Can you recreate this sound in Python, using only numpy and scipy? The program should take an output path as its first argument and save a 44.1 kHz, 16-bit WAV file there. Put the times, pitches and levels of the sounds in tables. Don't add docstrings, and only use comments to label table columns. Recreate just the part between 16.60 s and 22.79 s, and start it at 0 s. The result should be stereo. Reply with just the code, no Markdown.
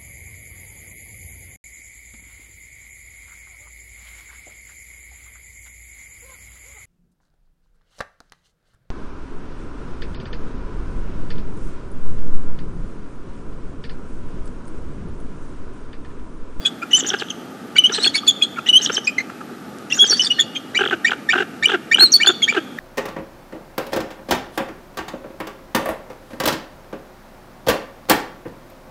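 import sys
import numpy as np
from scipy import signal
from scipy.fft import rfft, irfft, next_fast_len
from scipy.io import wavfile
from scipy.ndimage import uniform_filter1d

SR = 44100
rng = np.random.default_rng(int(sys.argv[2]) if len(sys.argv) > 2 else 0)


def master(y):
    cut = np.clip(np.atleast_2d(y).T, -1, 1)
    pcm = np.round(cut * 32767)
    wavfile.write(sys.argv[1], SR, pcm.astype(np.int16))


def field_ratio(decibels):
    return 10 ** (np.asarray(decibels, dtype=float) / 20)


N = 272979

THIN_DB = -4.5
TICK_S = .0015


def rms_one(x):
    return x / np.sqrt(np.mean(x ** 2) + 1e-20)


def at_hz(points, hz):
    points = np.array(points)
    return np.interp(np.log(hz), np.log(points[:, 0]), points[:, 1])


def band(x, low_hz, high_hz):
    return signal.sosfilt(signal.butter(2, [low_hz, high_hz], "band", fs=SR, output="sos"), x)


def drift(rate_hz):
    smooth = signal.butter(2, rate_hz, fs=SR, output="sos")
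    settled = signal.sosfilt(smooth, rng.standard_normal(N + SR))[SR:]
    return rms_one(settled)


def resonance(hz, peak_hz, width_hz):
    ring = 1 / (1 + 2j * (hz - peak_hz) / width_hz)
    return ring * np.abs(ring)


def swell(s, length, skew, flat):
    span = np.arange(round((s - .002) * SR), min(N, round((s + length + .002) * SR)))
    along = (span - span[0] + .5) / (length + .004) / SR
    puff = np.sin(np.pi * np.clip(along, 0, 1) ** skew) ** flat
    return span, along, puff


def background(patchy_db):
    # (frequency [Hz], density [dB per Hz])
    colour = [(18, -67), (30, -37), (247, -0.5), (581, -14.5), (859, -14), (1030, -28.5), (1200, -12),
              (2310, -27.5), (2630, -27), (13200, -41), (15000, -80)]
    floor_db, whine_hz, whine_db = -35.5, 13050, -66
    twig_s, twig_db = 3.186, -16
    size = next_fast_len(N)
    hz = np.maximum(np.arange(size // 2 + 1) * SR / size, 1)
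    spectrum = rfft(rng.standard_normal((2, size))) * field_ratio(at_hz(colour, hz))
    noise = rms_one(irfft(spectrum, size)[:, :N])
    flicker = (field_ratio(patchy_db * drift(8.4)) - 1) * band(noise[0], 18, 1400)
    whine = field_ratio(whine_db) * rms_one(band(rng.standard_normal(N), whine_hz - 20, whine_hz + 20))
    twig = np.zeros(N)
    twig[round(twig_s * SR)] = field_ratio(twig_db)
    snap = band(band(twig, 3000, 11000), 3000, 11000)
    mid = field_ratio(floor_db) * (noise[0] + flicker) + whine + snap
    side = field_ratio(floor_db - 22.5) * band(noise[1], 270, 590)
    return mid + side * [[1], [-1]]


def whistles(flutter_db, breath_db, rattle_db):
    overtones = [-18.5, -25, -40, -34]
    # (frequency [Hz], level [dB])
    beak = [(2500, -10), (3700, -8), (4800, -13.5), (6100, -1.5), (7300, -1.5), (9000, -7.5), (12000, -19),
            (15500, -9.5)]
    pitch_waver, level_rasp, haze_db = .013, .45, -9.5
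    out, air, weak = np.zeros(N), np.zeros(N), np.zeros(N)
    waver, rasp, flutter = drift(130), drift(290), field_ratio(flutter_db * drift(190))
    rows = score()
    for (s, length, start, middle, end, db, edge_db), turn in zip(rows, rng.random(len(rows))):
        span, u, puff = swell(s, length, skew=.8, flat=np.clip(.02 / length, .7, 2))
        shaky = np.clip(-db / 18, .1, 1) ** 1.3 * min(1, 4000 / middle) ** 2
        hz = start + (end - start) * u + 2 * (2 * middle - start - end) * u * (1 - u)
        cycles = np.cumsum(hz * (1 + pitch_waver * shaky * waver[span])) / SR
        phase = 2 * np.pi * (cycles + turn)
        tone = np.sin(phase)
        for k, level_db in enumerate(overtones, start=2):
            partial_db = level_db + edge_db - 8.1 * (k - 3) * shaky + at_hz(beak, k * hz)
            level = field_ratio(partial_db) * (k * middle < 16000) * flutter[span]
            tone += level * np.sin(k * phase)
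        blown = field_ratio(db) * puff
        out[span] += blown * tone * (1 + level_rasp * shaky * rasp[span])
        air[span] += blown
        weak[span] += blown * (middle > 3700 and db < -11 or length <= TICK_S)
    hiss = band(band(rng.standard_normal(N), 3000, 8500), 3000, 8500)
    breath = rms_one(hiss) * np.tanh(air * 6) / 6
    crackle = rng.standard_normal(N) * (rng.random(N) < .03)
    crackle = crackle * uniform_filter1d(np.tanh(weak * 8), size=1500)
    crackle = signal.sosfilt(signal.butter(4, 7500, fs=SR, output="sos"), crackle)
    rattle = band(crackle, 3500, 3700) + band(crackle, 1560, 2040) / 2
    rattle = rattle + field_ratio(haze_db) * band(crackle, 850, 7300)
    return out + field_ratio(breath_db) * breath + field_ratio(rattle_db) * rattle


def score():
    rows = plain_notes() + bends() + snapped_notes() + brassy_notes() + strokes() + openers()
    rows += ticks() + squeaks() + slumps() + climbs() + slides() + held_notes() + stairs()
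    return rows


def note(s, length, hz, db):
    # (frequency [Hz], change [share])
    glide = [(1350, -0.073), (1800, 0.08), (2350, 0.055), (2950, 0.016), (3400, 0.03), (4400, 0.052),
             (5700, -.05)]
    # (frequency [Hz], level [dB])
    edge = [(1350, 3.5), (1800, 7), (2300, 11), (2950, -1.5), (3400, -1.5), (4400, 3), (5500, 1),
            (7000, -15)]
    half = at_hz(glide, hz) / 2
    return s, length, hz * (1 - half), hz, hz * (1 + half), db, at_hz(edge, hz) + 0.24 * (db + 4.5)


def straight(s, length, start, end, db, edge_db):
    return s, length, start, (start + end) / 2, end, db, edge_db


def plain_notes():
    # (time [s], length [s], pitch [Hz], level [dB])
    low = [(0.05, 0.018, 2524, -25), (0.22, 0.018, 2430, -25), (0.225, 0.017, 1363, -21),
           (0.049, 0.036, 1570, -37), (1.16, 0.008, 1510, -20), (1.164, 0.0095, 2278, -11.5),
           (1.173, 0.019, 2394, -19.5), (1.313, 0.018, 1404, -23.5), (1.676, 0.014, 2600, -25),
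           (1.991, 0.008, 2530, -32), (1.632, 0.0084, 1200, -27.5), (1.814, 0.017, 2524, -23.5),
           (1.959, 0.018, 2280, -35.5), (1.969, 0.015, 1414, -27.5), (1.984, 0.01, 1346, -12),
           (2.473, 0.015, 2467, -8.5), (2.487, 0.016, 2450, -20), (2.698, 0.0058, 1310, -19),
           (2.808, 0.013, 1285, -25.5), (3.786, 0.019, 1840, -15), (3.958, 0.012, 2410, -25),
           (5.821, 0.006, 2220, -18), (5.822, .008, 2750, -27), (1.546, 0.019, 2260, -13.5),
           (5.91, 0.0075, 2340, -22), (6.186, 0.0098, 1820, -19.5)]
    # (time [s], length [s], pitch [Hz], level [dB])
    middle = [(0.052, 0.026, 3363, -12), (0.332, 0.015, 2974, -2), (3.703, 0.025, 2900, -10.5),
              (1.377, 0.013, 3080, -25), (1.449, 0.0038, 3520, -16), (1.471, 0.013, 3370, -6),
              (1.574, 0.023, 3400, -17.5), (1.697, 0.0062, 3396, -5), (1.707, 0.0096, 3416, -13.5),
              (2.088, 0.022, 2961, -4), (3.439, 0.032, 3226, -17), (3.536, 0.02, 3370, -25),
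              (3.666, 0.011, 3550, -11.5), (3.795, 0.0058, 3430, -4), (3.815, 0.015, 3400, -17),
              (3.952, 0.033, 3180, -22), (5.686, 0.0085, 3535, -2.5), (5.701, 0.0063, 3470, -9.5),
              (5.708, 0.02, 3450, -21), (5.84, 0.0092, 3340, -11.5), (5.846, .014, 3310, -23),
              (4.475, 0.018, 2386, -13.5), (4.174, 0.0087, 2964, -7), (4.187, 0.023, 3040, -24),
              (0.002, 0.098, 3470, -42.5), (3.546, .012, 3570, -27)]
    # (time [s], length [s], pitch [Hz], level [dB])
    high = [(0.003, 0.1, 4760, -44), (1.179, 0.0069, 3920, -17.5), (1.332, 0.014, 3870, -23),
            (1.49, 0.02, 4400, -28), (1.338, 0.039, 4140, -20), (1.395, 0.029, 3930, -25),
            (1.424, 0.012, 4230, -19), (1.432, 0.015, 4300, -11), (1.448, 0.0028, 4200, -16),
            (1.453, .005, 4340, -6), (1.457, 0.023, 4356, -14), (1.542, 0.0073, 3980, -22),
            (1.548, 0.027, 4410, -14), (1.667, .021, 4480, -22), (1.165, 0.0085, 4560, -24),
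            (1.551, 0.013, 4720, -21), (2.087, 0.0085, 3820, -17), (2.174, 0.031, 3890, -29),
            (3.513, 0.014, 4530, -8.5), (3.526, 0.02, 4550, -11), (3.535, 0.017, 4450, -20),
            (3.504, 0.0042, 4400, -19), (3.725, 0.14, 4360, -36.5), (1.7, 0.011, 4470, -28),
            (3.55, 0.04, 4600, -25), (3.644, 0.0096, 4390, -16.5), (3.646, 0.032, 4630, -19.5),
            (5.471, 0.0077, 3940, -16), (5.534, 0.0091, 4600, -9), (5.539, 0.0063, 4390, 0.5),
            (5.543, 0.011, 4490, 0), (5.553, 0.0056, 4490, 1), (5.56, 0.0063, 4513, -2.5),
            (5.564, 0.0093, 4497, -11), (5.661, 0.0079, 4300, -12.5), (5.667, 0.013, 4500, -15)]
    # (time [s], length [s], pitch [Hz], level [dB])
    top = [
        (1.56, 0.009, 5290, -23),
        (2.245, 0.014, 6600, -22),
        (3.498, 0.005, 5800, -7),
        (3.506, 0.0088, 5500, -6.5),
        (3.519, 0.0087, 5490, -17),
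        (3.636, 0.0032, 5500, -13.5),
        (5.52, 0.0066, 6460, -11.5),
        (5.527, 0.0047, 5690, -4),
        (5.529, 0.0072, 5400, -15.5),
    ]
    return [note(*row) for row in low + middle + high + top]


def woods(x, near_db, near_t60, far_db, far_t60):
    needles_db, needles_t60, bough_s, bough_db = -27.5, 0.06, 0.0098, -25.5
    still, sway_hz = .5, 90
    t = np.arange(SR // 2) / SR
    sparse = rng.standard_normal(len(t)) * (rng.random(len(t)) < .15)
    near = field_ratio(near_db) * rms_one(sparse) * field_ratio(-60 * t / near_t60) * (t > .004)
    far = field_ratio(far_db - 60 * t / far_t60) * rng.standard_normal(len(t))
    needles = field_ratio(needles_db - 60 * t / needles_t60) * rms_one(sparse[::-1]) * (t > .004)
    needles[round(bough_s * SR)] += field_ratio(bough_db)
    far = band(band(far, 1300, 7600), 1200, 7600)
    trunks = signal.fftconvolve(x * (still + drift(sway_hz)), far)[:N]
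    branches = band(band(needles, 4900, 8600), 4900, 9300) + band(near, 680, 9100)
    return signal.fftconvolve(x, branches)[:N] + trunks


def bends():
    # (time [s], length [s], from [Hz], to [Hz], level [dB])
    bent = [(.364, 0.0024, 5500, 7100, -31), (.367, 0.017, 6980, 7440, -15),
            (0.388, 0.0049, 7560, 7850, -21), (0.391, 0.02, 7830, 5200, -17.5),
            (1.323, 0.015, 6100, 5870, -21), (1.334, 0.011, 5870, 4960, -24.5),
            (1.348, .006, 7860, 8800, -25), (1.354, 0.011, 8700, 7900, -28),
            (1.388, 0.016, 7500, 8000, -33), (1.431, .006, 9200, 8700, -26),
            (1.447, 0.0087, 8000, 7870, -25), (1.547, .008, 8560, 9300, -28),
            (1.557, 0.024, 10800, 9200, -30.5), (1.674, 0.013, 8200, 7800, -30),
            (2.09, 0.011, 9900, 9800, -37), (2.37, 0.022, 6100, 6200, -29.5),
            (1.406, 0.011, 3710, 4190, -29), (1.348, .005, 4570, 3500, -22),
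            (1.362, 0.0054, 4400, 3300, -25), (1.438, 0.0046, 4480, 3370, -24),
            (0.065, .01, 7550, 8300, -27.5), (.057, 0.012, 10200, 9900, -32.5),
            (5.034, 0.0087, 3630, 4500, -26), (3.468, 0.013, 7000, 8300, -30),
            (3.575, 0.0074, 6740, 5770, -31), (3.633, 0.0087, 5650, 4680, -25),
            (3.648, .008, 5300, 4600, -18.5), (3.658, .008, 4500, 5030, -30),
            (5.39, 0.0073, 6820, 8260, -31), (3.34, .01, 6050, 5200, -21), (3.646, 0.011, 8300, 8150, -28),
            (3.67, 0.0085, 8240, 7900, -34), (3.63, 0.02, 7200, 7300, -46), (4.45, 0.018, 3750, 3580, -24),
            (4.7, .015, 3680, 3530, -32), (5.04, 0.013, 3670, 4060, -29.5), (5.615, 0.01, 3840, 4600, -31),
            (5.826, 0.021, 3450, 3105, -7), (5.884, 0.017, 4360, 4910, -40)]
    return [straight(*row, 5 if row[2] < 5000 else THIN_DB) for row in bent]


def snapped_notes():
    # (time [s], length [s], pitch [Hz], level [dB], tail level [dB])
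    snaps = [
        (0.059, 0.005, 3414, -8, -23),
        (1.184, .014, 2998, 2.5, -31),
        (1.823, 0.0087, 3347, -2.5, -14),
        (2.368, 0.0082, 3066, -10, -23),
        (2.582, .011, 2080, -8.5, -20.5),
        (3.323, 0.0076, 2750, -7.5, -26),
        (3.596, 0.0046, 2950, -7, -22),
    ]
    rows = []
    for s, length, hz, db, tail_db in snaps:
        rows += [note(s, length, hz, db), note(s + length, .023, hz, tail_db)]
    return rows


def brassy_notes():
    # (time [s], length [s], pitch [Hz], level [dB])
    brassy = [
        (0.061, 0.0044, 4020, -23),
        (0.343, 0.017, 3023, -5.5),
        (0.356, 0.018, 3038, -12),
        (1.674, 0.0082, 4050, -22),
        (1.678, 0.021, 3473, -2.5),
        (1.832, 0.008, 4130, -20),
        (3.596, 0.026, 3010, -12),
        (3.801, 0.004, 3474, -5.5),
        (3.808, 0.006, 3476, -5),
        (5.672, 0.019, 3478, -3.5),
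    ]
    rows = [note(*row) for row in brassy]
    return [(*row[:-1], row[-1] + 11.5) for row in rows]


def strokes():
    # (time [s], length [s], from [Hz], to [Hz], level [dB])
    thin = [(0.587, 0.0074, 5500, 4730, -29.5), (0.31, 0.02, 5400, 7660, -30),
            (3.302, 0.0063, 5250, 6830, -28.5), (3.464, 0.0036, 5900, 8360, -26),
            (0.597, 0.0083, 4520, 3970, -25), (.609, 0.0036, 4180, 3240, -29),
            (1.323, .002, 5200, 7100, -23), (1.446, 0.011, 2320, 2980, -15),
            (1.458, 0.0078, 3680, 3370, -19), (1.338, .018, 6000, 5840, -29),
            (1.432, 0.0047, 6250, 4770, -22), (2.236, 0.009, 6340, 4930, -26),
            (2.272, .005, 4400, 3300, -25), (2.344, .004, 7900, 6500, -24), (2.344, 0.015, 5850, 4860, -24),
            (2.444, 0.016, 5020, 6970, -30), (2.47, 0.0067, 5700, 3600, -21),
            (3.331, 0.0065, 5200, 6100, -16.5), (3.396, 0.0043, 5950, 5060, -19),
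            (3.45, 0.0051, 4860, 5800, -22), (3.467, .006, 4450, 4920, -25), (3.474, 0.01, 6500, 5400, -19),
            (3.486, 0.0078, 5800, 6800, -17), (3.496, .018, 6700, 6550, -24), (3.568, .01, 5400, 6450, -27),
            (3.584, .005, 5730, 5200, -17), (3.636, 0.015, 5400, 5200, -32),
            (5.388, 0.0087, 3400, 4050, -21), (5.519, 0.0061, 5500, 6600, -18),
            (5.555, 0.03, 3510, 3420, -27)]
    return [straight(*row, THIN_DB) for row in thin]


def openers():
    # (time [s], level [dB])
    phrases = [
        (0.31, -26),
        (1.155, -26),
        (2.062, -20.5),
        (3.301, -23),
    ]
    sweep_hz = (2750, 3110, 3770)
    rows = []
    for s, db in phrases:
        rows += [(s, .024, *sweep_hz, db, 0), note(s, .027, 1956, db - 8.5)]
    return rows


def ticks():
    # (time [s], level [dB])
    loose = [(0.408, -17), (0.438, -21), (0.4587, -21.5), (0.4865, -27), (0.5046, -9.5), (0.5356, -20),
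             (0.5684, -27), (0.6028, -14), (0.6137, -21), (0.635, -27), (0.6874, -26), (1.297, -22),
             (1.347, -15), (1.378, -20), (1.445, -9), (2.2128, -21), (2.2628, -7), (2.2928, -19),
             (2.3056, -26), (4.4867, -26)]
    # (time [s], level [dB])
    between = [(4.232, -19.5), (4.254, -14.5), (4.277, -17), (4.3, -17), (4.509, -16), (4.534, -39),
               (4.726, -16), (4.778, -21), (4.798, -19), (5.078, -35), (5.0864, -12), (5.102, -19),
               (5.1095, -16), (5.132, -21), (5.374, -11.5), (5.398, -15), (5.664, -8), (5.938, -23)]
    chirp_hz = (3750, 3150, 2800)
    return [(s - TICK_S / 2, TICK_S, *chirp_hz, db, -20) for s, db in loose + between]


def grunts(jitter, rasp_db):
    # (time [s], length [s], throat level [dB], chest level [dB])
    loose = [(0.446, 0.0089, -22, -26.5), (0.51, 0.023, -25, -30), (0.537, 0.012, -7.5, -20),
             (0.619, 0.007, -12, -23.5), (1.297, 0.0086, -14.5, -21.5), (1.382, 0.0087, -11, -19.5),
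             (1.463, 0.0047, -12.5, -22), (2.298, 0.0072, -10.5, -18.5), (2.379, 0.0045, -13, -21.5),
             (3.422, 0.015, -23, -26), (3.442, 0.0022, -11.5, -21), (3.504, 0.002, -18, -20),
             (3.522, 0.011, -13, -23.5), (0.426, 0.003, -27, -23), (0.462, 0.0058, -19.5, -31),
             (2.2, 0.0089, -25, -33), (3.372, 0.02, -24.5, -37)]
    # (time [s], length [s], throat level [dB], chest level [dB])
    chuckle = [(4.191, 0.0089, -11, -24.5), (4.208, 0.015, -7, -14), (4.237, 0.0097, -11, -22),
               (4.258, 0.01, -13.5, -20), (4.286, 0.0055, -16, -26.5), (4.309, 0.01, -13, -30),
               (4.323, 0.024, -11.5, -17.5), (4.493, 0.0087, -18, -31), (4.515, 0.0076, -7.5, -31),
               (4.532, 0.0067, -14, -28), (4.732, 0.014, -8, -32), (4.751, 0.021, -12, -18.5),
               (4.78, 0.012, -9.5, -21.5), (4.8, 0.016, -10.5, -17), (4.819, 0.014, -14, -23),
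               (5.072, 0.0064, -19, -25), (5.092, 0.013, -9.5, -23.5), (5.117, 0.0095, -7, -21),
               (5.134, 0.027, -10.5, -14.5), (5.36, 0.0032, -15, -28), (5.384, 0.0067, -8, -22.5),
               (5.406, 0.0055, -6.5, -27), (5.419, 0.024, -12, -16), (5.647, 0.0085, -14.5, -37),
               (5.669, 0.009, -7, -20), (5.687, 0.026, -12.5, -15.5), (5.925, 0.0035, -12.5, -26),
               (5.946, 0.011, -10, -23.5), (5.964, 0.029, -11.5, -13.5)]
    # (frequency [Hz], width [Hz], level [dB])
    formants = [
        (710, 400, -14),
        (1483, 180, 0.5),
        (2774, 230, -11.5),
        (5500, 7300, -42),
    ]
    base_hz, lower_hz_per_s = 450.8, 2140
    sag, chest_delay_s, hiss_db = 0.068, 0.0022, -31
    out, gate, unsteady = np.zeros(N), np.zeros(N), 1 + jitter * drift(99.0)
    orders = np.arange(2, 22)[:, None]
    for s, length, throat_db, chest_db in loose + chuckle:
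        span, u, puff = swell(s, length, skew=.8, flat=.85)
        hz = (base_hz - lower_hz_per_s * length) * (1 - (0.075 + 5 * length) * u) * unsteady[span]
        phase = 2 * np.pi * np.cumsum(hz) / SR
        widen = 1 + sag * (.5 - u)
        throat = sum(field_ratio(db) * resonance(orders * hz, peak * widen, width) for peak, width, db in formants)
        rung = np.real(throat * np.exp(1j * orders * phase)).sum(axis=0)
        out[span] += field_ratio(throat_db) * puff * rung
        late = np.minimum(span + round(chest_delay_s * SR), N - 1)
        out[late] += field_ratio(chest_db) * puff * np.cos(phase)
        gate[span] += field_ratio(throat_db) * puff * (1 + np.cos(phase))
    leak = rms_one(band(rng.standard_normal(N), 1000, 5100))
    leak = leak + rms_one(band(rng.standard_normal(N), 4000, 9000)) / 8
    leak = leak * uniform_filter1d(gate, size=1300)
    rasp = rms_one(band(band(rng.standard_normal(N), 1800, 3600), 1800, 3600))
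    return out + field_ratio(hiss_db) * leak + field_ratio(rasp_db) * gate * rasp


def squeaks():
    # (time [s], rise and hang [s], top pitch [Hz], level [dB], ghost level [dB])
    arches = [
        (0.465, 0.022, 7070, -20, -46),
        (2.219, 0.026, 6680, -21, -37),
        (2.32, 0.025, 6500, -26, -39.5),
        (3.34, 0.037, 7100, -25.5, -48),
    ]
    foot, shoulder, ghost = .795, .87, 1.22
    rise_s, drop_s, drop_hz, drop_db = .002, .0125, 5200, 5.5
    rows = []
    for s, d, hz, db, ghost_db in arches:
        rows += [
            (s, rise_s, foot * hz, (foot + shoulder) / 2 * hz, shoulder * hz, db, 0),
            (s + rise_s, d - rise_s, shoulder * hz, .97 * hz, hz, db, 6),
            (s + d, drop_s, hz, .6 * hz + 0.32 * drop_hz, drop_hz, db + drop_db, 0),
            (s, d + drop_s, foot * hz, ghost * hz, foot * hz, ghost_db, THIN_DB)]
    return rows


def slumps():
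    # (time [s], length [s], pitch [Hz], level [dB])
    sagging = [
        (0.701, 0.0125, 3084, -18.5),
        (3.617, 0.015, 5200, -15),
    ]
    share = .124
    return [(s, d, hz * (1 + share), hz, hz * (1 - share), db, 0) for s, d, hz, db in sagging]


def climbs():
    # (time [s], length [s], hold level [dB], climb level [dB])
    climbing = [
        (1.239, 0.034, -3.5, -5.5),
        (2.13, 0.052, -4.5, -0.5),
    ]
    hold_hz, climb_hz, catch_s = 2950, 3223, .0043
    rows = []
    for s, d, hold_db, db in climbing:
        hold = d * 0.48
        rows += [note(s, hold + catch_s, hold_hz, hold_db),
                 straight(s + hold, d - hold, hold_hz, climb_hz, db, 0)]
    return rows


def slides():
    # (time [s], level [dB])
    faint = [
        (2.255, -29),
        (2.354, -29),
    ]
    return [(s, .0154, 5400, 4300, 3300, db, THIN_DB) for s, db in faint]


def held_notes():
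    # (time [s], length [s], pitch [Hz], level [dB], sag at both ends [share])
    held = [
        (3.391, 0.0575, 3361, -3.5, 0.042),
        (5.396, .074, 4330, -2, .09),
    ]
    return [(s, d, hz * (1 - sag), hz, hz * (1 - sag), db, 0) for s, d, hz, db, sag in held]


def stairs():
    # (time [s], wait for second step [s], first step [Hz], its level [dB], third step level [dB])
    calls = [
        (4.148, 0.0057, 1956, -17.5, -30),
        (4.447, 0.014, 1868, -4.5, -13.5),
        (4.69, 0.0084, 1833, -6.5, -20),
        (5.026, 0.0084, 1820, -15, 1),
        (5.314, 0.0062, 1853, -7.5, 2),
        (5.601, 0.0074, 1826, -12, -4.5),
        (5.877, 0.008, 1845, -16.5, -28),
    ]
    second_levels = [-13.5, -11.5, -13, -10.5, -10, -11, -10]
    lead_s, lead_hz, lead_db = .0064, 1340, -34.5
    first_rise, second_hz, second_rise = .033, 2343, .054
    rows = []
    for (s, wait, hz, db, third_db), second_db in zip(calls, second_levels):
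        rows += [
            straight(s - lead_s, lead_s, lead_hz, hz, lead_db, THIN_DB),
            (s, .013, hz * (1 - first_rise), hz, hz * (1 + first_rise), db, 10),
            (s + wait, .024, second_hz * (1 - second_rise), second_hz, second_hz * (1 + second_rise),
             second_db, 7.5),
            note(s + .03156, .006, 2950, third_db)]
    return rows


def scene():
    birds = whistles(flutter_db=3.5, breath_db=-29.5, rattle_db=-0.5) + grunts(jitter=0.0658, rasp_db=-21)
    tail = woods(birds, near_db=-40, near_t60=.12, far_db=-57.5, far_t60=1.13)
    return birds + tail + background(patchy_db=1.0)


def low_pass(x):
    return signal.sosfilt(signal.butter(12, 15700, fs=SR, output="sos"), x)


def record(dry):
    high_pass = signal.butter(4, 300, "high", fs=SR, output="sos")
    bent = dry + 0.011 * signal.sosfilt(high_pass, dry ** 2)
    top, knee = .95, 3.5
    flat = bent / (1 + np.abs(bent / top) ** knee) ** (1 / knee)
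    edges = signal.butter(4, [56, 15400], "band", fs=SR, output="sos")
    wall = signal.cheby2(10, 60, 15900, fs=SR, output="sos")
    mix = signal.sosfilt(np.vstack([edges, wall]), flat)
    return low_pass(mix)


dry = scene()
out = record(dry)
master(out)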